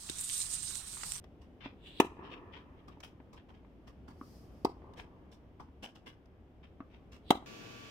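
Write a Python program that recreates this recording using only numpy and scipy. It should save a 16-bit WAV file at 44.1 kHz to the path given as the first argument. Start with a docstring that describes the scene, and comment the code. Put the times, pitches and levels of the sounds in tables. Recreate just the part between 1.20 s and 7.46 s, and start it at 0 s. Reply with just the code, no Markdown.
"""A tennis rally on a sanded artificial-grass court between tower blocks, over a rumbling city.
A faint knock from the far end opens it; shoes scuff the sand, and each near stroke follows a light bounce and pops
loudly near 0.8, 3.4 and 6.1 s: brushed felt, a thump and a pop of the ball, then ringing racquet modes. Air swishes
around the first and last; a thin hiss leads into the second. Between strokes come faint knocks of ball and far player.
Walls return quick slaps, the towers a long dull echo; noises and damped vibrations make every source."""
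import sys
import numpy as np
from scipy import signal
from scipy.fft import rfft, irfft
from scipy.io import wavfile

SR = 44100
rng = np.random.default_rng(int(sys.argv[2]) if len(sys.argv) > 2 else 0)


def pcm_store(signal):
    """Save signal as 16-bit PCM."""
    levels = np.round(np.clip(np.atleast_2d(signal), -1, 1) * 32767)
    wavfile.write(sys.argv[1], SR, levels.astype(np.int16).T)


N = 276066
TIME = np.arange(N) / SR
AGE = TIME[:SR // 2]    # s since the start of one event


def from_db(db):
    """Decibels to gain."""
    return 10 ** (np.asarray(db) / 20)


def at_hz(points, hz):
    """Read a table on a log-frequency axis."""
    f, value = np.transpose(points)
    return np.interp(np.log(hz + 1), np.log(f), value)


def level(rows):
    """Gain over time from rows of (s, dB)."""
    return from_db(np.interp(TIME, *np.transpose(rows)))


def fade(t, t60):
    """Exponential decay, 60 dB down after t60 seconds."""
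    return np.exp(-np.log(1000) * t / t60)


def onset(rise_s):
    """Exponential approach to full strength."""
    return 1 - np.exp(-AGE / rise_s)


def noise(spectrum, size):
    """Diffuse stereo noise of a given colour, rms 1; the channels are alike in the bass, not in the treble."""
    # Likeness of the two microphones. Each row: frequency in Hz, left-right correlation.
    likeness = [(60, 0.99), (130, .93), (290, .8), (640, 0.92), (1400, 0.033), (3100, 0.089), (7000, 0.039),
                (15000, .05)]
    hz = np.arange(size // 2 + 1) * SR / size
    mid, side = rfft(rng.standard_normal((2, size)))
    alike = np.clip(at_hz(likeness, hz), -1, 1)
    both = np.sqrt(1 + alike) * mid + np.sqrt(1 - alike) * side * [[1], [-1]]
    x = irfft(both * from_db(at_hz(spectrum, hz)), size)
    return x / x.std()


def lowpass(x, hz):
    """Second-order low-pass."""
    return signal.sosfilt(signal.butter(2, min(hz, SR / 2 - 1), fs=SR, output="sos"), x)


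def highpass(x, order, hz):
    """Butterworth high-pass."""
    return signal.sosfilt(signal.butter(order, hz, "high", fs=SR, output="sos"), x)


def later(x, s):
    """Delay a mono sound by s seconds."""
    t = TIME[:len(x)]
    return np.interp(t - s, t, x, left=0, right=0)


def add(out, s, sound, pan_db):
    """Mix one event in at its time; pan_db is left minus right."""
    i = max(round(s * SR), 0)
    panned = sound * from_db([[pan_db / 2], [-pan_db / 2]])
    out[:, i:i + len(AGE)] += panned[:, :N - i]


def scattered(x, db, spread_s=.003, count=5):
    """Ground and body throw a few close reflections that colour each event differently at each microphone."""
    out = x.copy()
    for channel in range(2):
        for delay_s in rng.uniform(.1, 1, count) * spread_s:
            reflection = later(x[channel], round(delay_s * SR) / SR)
            out[channel] += from_db(db) * rng.choice([-1, 1]) * reflection
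    return out / np.sqrt(1 + count * from_db(db) ** 2)


def pulse(hz, swell_s, low_cut_hz=150):
    """A heavily damped vibration that swells and dies within a few cycles; so small a body radiates no bass."""
    u = AGE / swell_s
    envelope = (u * np.exp(1 - u)) ** 1.7
    x = -np.sin(2 * np.pi * hz * AGE) * envelope
    return highpass(highpass(x, 1, 60), 2, low_cut_hz)


def racquet(centre_hz, lag_ms, octaves=0.37, touch_s=0.0014, grip_t60_s=.065):
    """Modes of strings and frame; where the ball lands sets which speak, and hand and ball damp them all."""
    # String bed and frame modes. Each row: frequency in Hz, relative level in dB, t60 in s before grip damping.
    modes_table = [(392, 0.5, 0.11), (1052, -2.5, 0.16), (1113, 2, 0.057), (1385, -10.5, 0.044),
                   (1860, -3.5, 0.045), (2030, 2.5, 0.061), (2350, -7.5, 0.038), (2556, -8, 0.037),
                   (3230, -4.5, 0.068), (3330, -2.5, 0.032), (3630, -2, 0.036), (3947, 4.5, 0.04),
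                   (4680, -5.5, 0.0083), (5070, -5.5, 0.047), (6008, -10, 0.066), (8455, -14.5, 0.062)]
    hz, db, t60 = np.transpose(modes_table)[:, :, None]
    favour = 0.43 + np.exp(-(np.log2(hz / centre_hz) / octaves * 2) ** 2)
    t = AGE + np.array([1, -1])[:, None, None] * lag_ms / 2000    # half the lag in s, either way
    # neighbouring modes tend to swing opposite ways
    phase = np.pi * np.arange(len(hz))[:, None] + rng.normal(0, 1.2, (2, *hz.shape))
    modes = from_db(db) * favour * fade(AGE, t60) * np.sin(2 * np.pi * hz * t + phase)
    return modes.sum(axis=1) * fade(AGE, grip_t60_s) * onset(touch_s) / 2


def skid(centre_hz, octaves=.3):
    """The ball skids across the strings: a narrow rasp around their favoured pitch."""
    shape = [(-4, -50), (-1, -16), (-.5, 0), (.5, 0), (1, -16), (4, -50)]    # (band widths off centre, dB)
    band = [(centre_hz * 2 ** (k * octaves), db) for k, db in shape]
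    return noise(band, len(AGE)) * fade(AGE, t60=0.026) * onset(0.00059)


def strokes(strings_s=0.0013, fuzz_db=-24, brush_rise_s=0.00042, treble_pan=1.7, skid_db=-2, dip_hz=600, dip_q=8.7):
    """Felt brushes the strings, the squashed ball thumps, then pops back into shape as it leaves the racquet."""
    # Near strokes. Each row: start in seconds, thump level in dB, thump pitch in Hz, pop level in dB,
    # pop pitch in Hz, pop delay in s, strings level in dB, favoured string pitch in Hz, felt brush level in dB,
    # left-right difference of the ball in dB, right channel lag in ms.
    stroke_rows = [(0.8003, -7, 331.6, -10.5, 932, .0026, -18.5, 2848, -20.5, 1.5, 0.087),
                   (3.4478, -13.5, 315, -17, 885, 0.0041, -31, 4810, -34, 0, -0.17),
                   (6.1050, -7.5, 277, -8.5, 799, 0.00311, -18, 3400, -21.5, 0.5, 0.197)]
    # Felt dragged over the strings. Each row: frequency in Hz, relative level in dB per Hz.
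    brush_colour = [(300, 2.5), (1200, 5), (1600, -1), (3300, -0.5), (4500, -12), (7000, -9), (10000, -12),
                    (14500, -16), (16000, -16.5)]
    out = np.zeros((2, N))
    for (s, thump_db, thump_hz, pop_db, pop_hz, pop_s, strings_db, centre_hz,
         brush_db, pan_db, lag_ms) in stroke_rows:
        thump = from_db(thump_db) * pulse(thump_hz, swell_s=0.0014, low_cut_hz=210)
        pop = from_db(pop_db) * later(pulse(pop_hz, swell_s=.0015), pop_s)
        # little rings between thump and pop
        hollow = signal.lfilter(*signal.iirnotch(dip_hz, dip_q, fs=SR), thump + pop)
        ball = np.array([later(hollow, side * lag_ms / 2000) for side in (-1, 1)])
        # the strings slide back after the blow
        rub = fade(AGE, t60=.03) + from_db(fuzz_db) * fade(AGE, t60=.11)
        brush = from_db(brush_db) * noise(brush_colour, len(AGE)) * rub * onset(brush_rise_s)
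        rasp = from_db(strings_db + skid_db) * skid(centre_hz)
        ring = from_db(strings_db) * racquet(centre_hz, lag_ms)
        treble_pan_db = treble_pan * pan_db    # short waves are shadowed more
        add(out, s, ball, pan_db)
        add(out, s, scattered(brush + rasp, db=-12.0), treble_pan_db)
        add(out, s + strings_s, ring, treble_pan_db)
    return out


def swell(top_s, rise_s, fall_s):
    """An effort that grows by 20 dB in rise_s up to its top, then falls by 20 dB in fall_s."""
    away = np.maximum((top_s - TIME) / rise_s, (TIME - top_s) / fall_s)
    return from_db(-20 * np.minimum(away, 10))


def swings():
    """Air swishes through the strings, louder as the racquet gathers speed; a faster swing sounds higher."""
    # Each row: time of highest speed in s, rise by 20 dB in s, fall by 20 dB in s, level in dB, pitch factor.
    swing_rows = [(.672, .06, .12, -52, .95), (.803, .11, .05, -50, 1.05), (6.10, .045, .04, -53, 1.08)]
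    # Swish at pitch factor 1. Each row: frequency in Hz, relative level in dB per Hz.
    swish_colour = [(1000, -30), (2200, -8), (3000, 3), (3900, 0), (5000, -22), (6500, -31), (7700, -20),
                    (11000, -31), (16000, -32)]
    out = np.zeros((2, N))
    for s, rise_s, fall_s, db, pitch in swing_rows:
        air = noise([(hz * pitch, colour_db) for hz, colour_db in swish_colour], N)
        out += from_db(db) * swell(s, rise_s, fall_s) * air
    return scattered(out, db=-10)


def knocks(thump_hz=265, soft_hz=3000):
    """Ball on the ground or at the far end: contact tick, ringing shell, hollow thump, softened by felt and turf."""
    # Each row: start in seconds, thump level in dB, shell level in dB, shell pitch in Hz, tick level in dB,
    # left-right difference in dB; levels before softening.
    knock_rows = [(0.041, -62, -51, 1200, -51, 1.5), (0.4582, -30.5, -37, 892, -43, 0.5),
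                  (1.772, -47, -45.5, 860, -73.5, -5), (2.0010, -43, -47.5, 843, -51, 3),
                  (2.4470, -60, -54, 1072, -56, 3), (3.0126, -33.5, -32, 1144, -52.5, 0.5),
                  (3.6190, -55, -43, 733, -57, -4), (4.398, -47.5, -48.5, 1000, -51, -2),
                  (4.486, -49, -53, 950, -60.5, -1.5), (5.604, -32.5, -33, 1150, -44.5, 1.5)]
    # Felt on turf. Each row: frequency in Hz, relative level in dB per Hz.
    tick_colour = [(150, -4), (400, -5.5), (700, 1.5), (1300, -9), (2000, -9), (3200, -18), (4200, -25.5),
                   (8000, -43.5), (16000, -51.5)]
    out = np.zeros((2, N))
    for s, thump_db, shell_db, shell_hz, tick_db, pan_db in knock_rows:
        thump = from_db(thump_db) * np.sin(2 * np.pi * thump_hz * AGE) * fade(AGE, t60=.042)
        shell = from_db(shell_db) * np.sin(2 * np.pi * shell_hz * AGE) * fade(AGE, t60=.015)
        tick = from_db(tick_db) * noise(tick_colour, len(AGE)) * fade(AGE, t60=.036)
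        knock = (tick - thump - shell) * onset(0.0007)
        add(out, s, lowpass(knock, soft_hz), pan_db)
    return out


def slips(hz):
    """Random unevenness up to a given rate, spread 1."""
    x = lowpass(rng.standard_normal(len(AGE)), hz)
    return x / x.std()


def sand(sole, grind, spray, stumble_db=1.6, grain_db=3.4):
    """Sole, grinding and flying grains, each at its own gain; the sand gives way in uneven slips."""
    # Hollow sole, sole grinding the turf, loose grains. Each row: frequency in Hz, relative level in dB per Hz.
    sole_colour = [(100, -7), (260, 2), (600, -11.5), (900, -1), (1100, 2), (1400, -16), (3000, -27.5),
                   (16000, -63)]
    grind_colour = [(150, -3.5), (900, -0.5), (1400, -1.5), (1750, 2), (2100, 1), (2700, 5), (3200, 5),
                    (4200, -12), (5400, -13.5), (7000, -41), (16000, -50)]
    spray_colour = [(1500, -22.5), (3500, -2.5), (5500, 4), (6900, -8), (8000, -7), (10000, -12.5),
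                    (14500, -14.5), (16000, -19)]
    size = len(AGE)
    rub = sole * noise(sole_colour, size) + grind * noise(grind_colour, size)
    rub = rub * from_db(grain_db * slips(500))
    grains = spray * noise(spray_colour, size) * from_db(grain_db * slips(1500))
    stumble = from_db(stumble_db * slips(48) - 1)
    return scattered((rub + grains) * stumble, db=-7, spread_s=0.0022)


def footsteps(pan_db=0.3, land_s=0.0085, stop_s=.05, sole_stop_s=.049):
    """A shoe takes the weight over land_s, skids briefly, then falls by 20 dB per stop time."""
    # Each row: start in seconds, skid duration in s, sole level in dB, grinding level in dB, grain spray level in dB.
    step_rows = [(.211, 0.0075, -67, -66.5, -72.5), (1.675, .007, -51, -63, -70),
                 (1.827, .014, -60.5, -50, -56), (2.126, 0.0078, -55, -65, -66),
                 (2.284, 0.019, -60.5, -68, -80), (2.667, 0.017, -61, -64, -70.5),
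                 (2.875, 0.033, -57, -69, -71.5), (4.112, .015, -65, -66, -66),
                 (4.393, 0.022, -53, -71, -73.5), (4.623, 0.024, -48.5, -49.5, -56.5),
                 (4.747, .012, -63.5, -62, -68.5), (4.858, 0.024, -55, -53, -64),
                 (5.915, .03, -67.5, -61, -67)]
    out = np.zeros((2, N))
    for s, skid_s, sole_db, grind_db, spray_db in step_rows:
        weight = np.minimum(AGE / land_s, 1)
        stopped_s = np.maximum(AGE - skid_s, 0)
        sole = weight * from_db(sole_db - 20 * stopped_s / sole_stop_s)
        slide = weight * from_db(-20 * stopped_s / stop_s)
        add(out, s, sand(sole, slide * from_db(grind_db), slide * from_db(spray_db)), pan_db)
    return out


def drags(stop_s=.055, sole_db=-6, pan_db=2.2):
    """A dragged or turned shoe presses harder and harder into the sand, then falls by 20 dB per stop_s."""
    # Each row: time of hardest push in s, build-up in s, grinding level in dB, grain spray level in dB.
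    drag_rows = [(.411, 0.0082, -50.5, -87), (.455, .025, -46.5, -83), (1.065, 0.046, -53.5, -85),
                 (1.13, 0.036, -50, -74), (1.338, .02, -55.5, -84), (1.372, .025, -53.5, -82),
                 (1.59, .03, -71, -95), (1.72, .012, -63, -84.5), (2.173, .008, -60.5, -82),
                 (2.348, .014, -66.5, -83), (3.797, 0.041, -51.5, -63), (5.44, .014, -59.5, -84),
                 (5.745, 0.052, -63.5, -85)]
    out = np.zeros((2, N))
    for s, rise_s, grind_db, spray_db in drag_rows:
        push = np.minimum(AGE / rise_s, 1) * from_db(-20 * np.maximum(AGE - rise_s, 0) / stop_s)
        grind = push * from_db(grind_db)
        sole = grind * from_db(sole_db)
        add(out, s - rise_s, sand(sole, grind, push * from_db(spray_db)), pan_db)
    return out


def clicks(rise_s=0.0018, t60=0.027, sole_db=-5, grind_db=2.5, pan_db=.6):
    """Single bright clicks: the first tops the knock from the far end, the others are grit snapping under a shoe."""
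    # Each row: start in seconds, level of the grain noise in dB.
    click_rows = [(.040, -64), (1.802, -54), (3.735, -66), (5.056, -73)]
    out = np.zeros((2, N))
    for s, db in click_rows:
        click = from_db(db) * np.minimum(AGE / rise_s, 1) * fade(np.maximum(AGE - rise_s, 0), t60)
        add(out, s, sand(click * from_db(sole_db), click * from_db(grind_db), click), pan_db)
    return out


def hiss():
    """A thin high hiss swells ahead of the second stroke and fades."""
    # Each row: time in s, level in dB.
    hiss_level = [(2.88, -92), (3.04, -71), (3.17, -70), (3.30, -79), (3.44, -79), (3.5, -110)]
    # Each row: frequency in Hz, relative level in dB per Hz.
    hiss_colour = [(2000, -22), (3800, -8), (5000, 2.5), (7000, -9), (10000, -9.5), (14500, -8),
                   (16000, -20)]
    started = TIME > hiss_level[0][0]
    return level(hiss_level) * started * noise(hiss_colour, N)


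def tail(spectrum, db, start_s, swell_s, t60):
    """Dense reflections that build up and die away, with a mean energy per channel of db."""
    t = np.maximum(TIME[:2 * SR] - start_s, 0)
    x = noise(spectrum, len(t)) * (1 - np.exp(-t / swell_s)) * fade(t, t60)
    return from_db(db) * x / np.sqrt(np.sum(x ** 2) / 2)


def court(x):
    """Scatter from the ground and wire fence, a few slaps, and the late wash from the towers."""
    # Fence, walls and nearest tower faces. Each row: delay in s, level in dB, low-pass cutoff in Hz.
    echo_rows = [(.0085, -28, 3062), (0.0209, -27, 1800), (0.0458, -22, 1600), (0.066, -34, 9000),
                 (.117, -35, 1300), (.167, -38, 2522), (.191, -31, 1700), (.24, -34, 1200)]
    # Court tail, tower echo, bright fence scatter. Each row: frequency in Hz, relative level in dB per Hz.
    court_colour = [(100, -15), (300, -0.5), (500, -2), (850, -3.5), (1250, 8.5), (2000, 2.5), (3600, -7.5),
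                    (5500, -3), (9000, -6.5), (16000, -11.5)]
    tower_colour = [(100, -13), (300, -3.5), (500, -0.5), (820, -9), (1150, 5), (1500, 5.5), (2100, -0.5),
                    (2800, -14), (4000, -21), (8000, -37.5), (16000, -55)]
    fence_colour = [(500, -15), (2000, -4), (5000, 2), (9000, 0), (16000, -3)]
    response = tail(court_colour, db=-18, start_s=0.0056, swell_s=0.0014, t60=.12)
    response += tail(court_colour, db=-30.5, start_s=0.028, swell_s=0.022, t60=0.4)
    response += tail(tower_colour, db=-27.5, start_s=.165, swell_s=0.029, t60=2.0)
    response += tail(fence_colour, db=-25, start_s=.036, swell_s=.008, t60=.11)
    for delay_s, db, top_hz in echo_rows:
        impulse = 1.0 * (np.arange(2 * SR) == round(delay_s * SR))
        response += from_db(db) * lowpass(impulse, top_hz)
    return x + signal.fftconvolve(x, response, axes=1)[:, :N]


def city():
    """Distant traffic: a steady low rumble of slowly varying level, slightly to the left."""
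    # Each row: frequency in Hz, relative level in dB per Hz.
    city_colour = [(22, -17.5), (36, -8.5), (48, -3.5), (65, 1), (100, -5), (140, -8.5), (270, -8),
                   (500, -16.5), (800, -22), (1150, -29.5), (1700, -34), (3200, -37.5), (4100, -47.5),
                   (5400, -49), (7000, -56), (10000, -59), (14700, -55.5), (16000, -72.5)]
    # Each row: time in s, level in dB.
    city_level = [(0, -56), (1.2, -55), (2.2, -57), (3.3, -54), (4.3, -57), (5.2, -58.5), (6.26, -54.5)]
    return level(city_level) * noise(city_colour, N) * from_db([[.4], [-.4]])


def scene():
    """The rally echoes in the court; the city lies under it."""
    ball_and_racquet = strokes() + knocks() + swings()
    shoes_and_clicks = footsteps() + drags() + clicks()
    return court(ball_and_racquet + shoes_and_clicks + hiss()) + city()


def record(dry, cutoff_hz=15800):
    """The top is cut steeply."""
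    return signal.sosfilt(signal.ellip(10, .1, 70, cutoff_hz, fs=SR, output="sos"), dry)


dry = scene()
out = record(dry)
pcm_store(out)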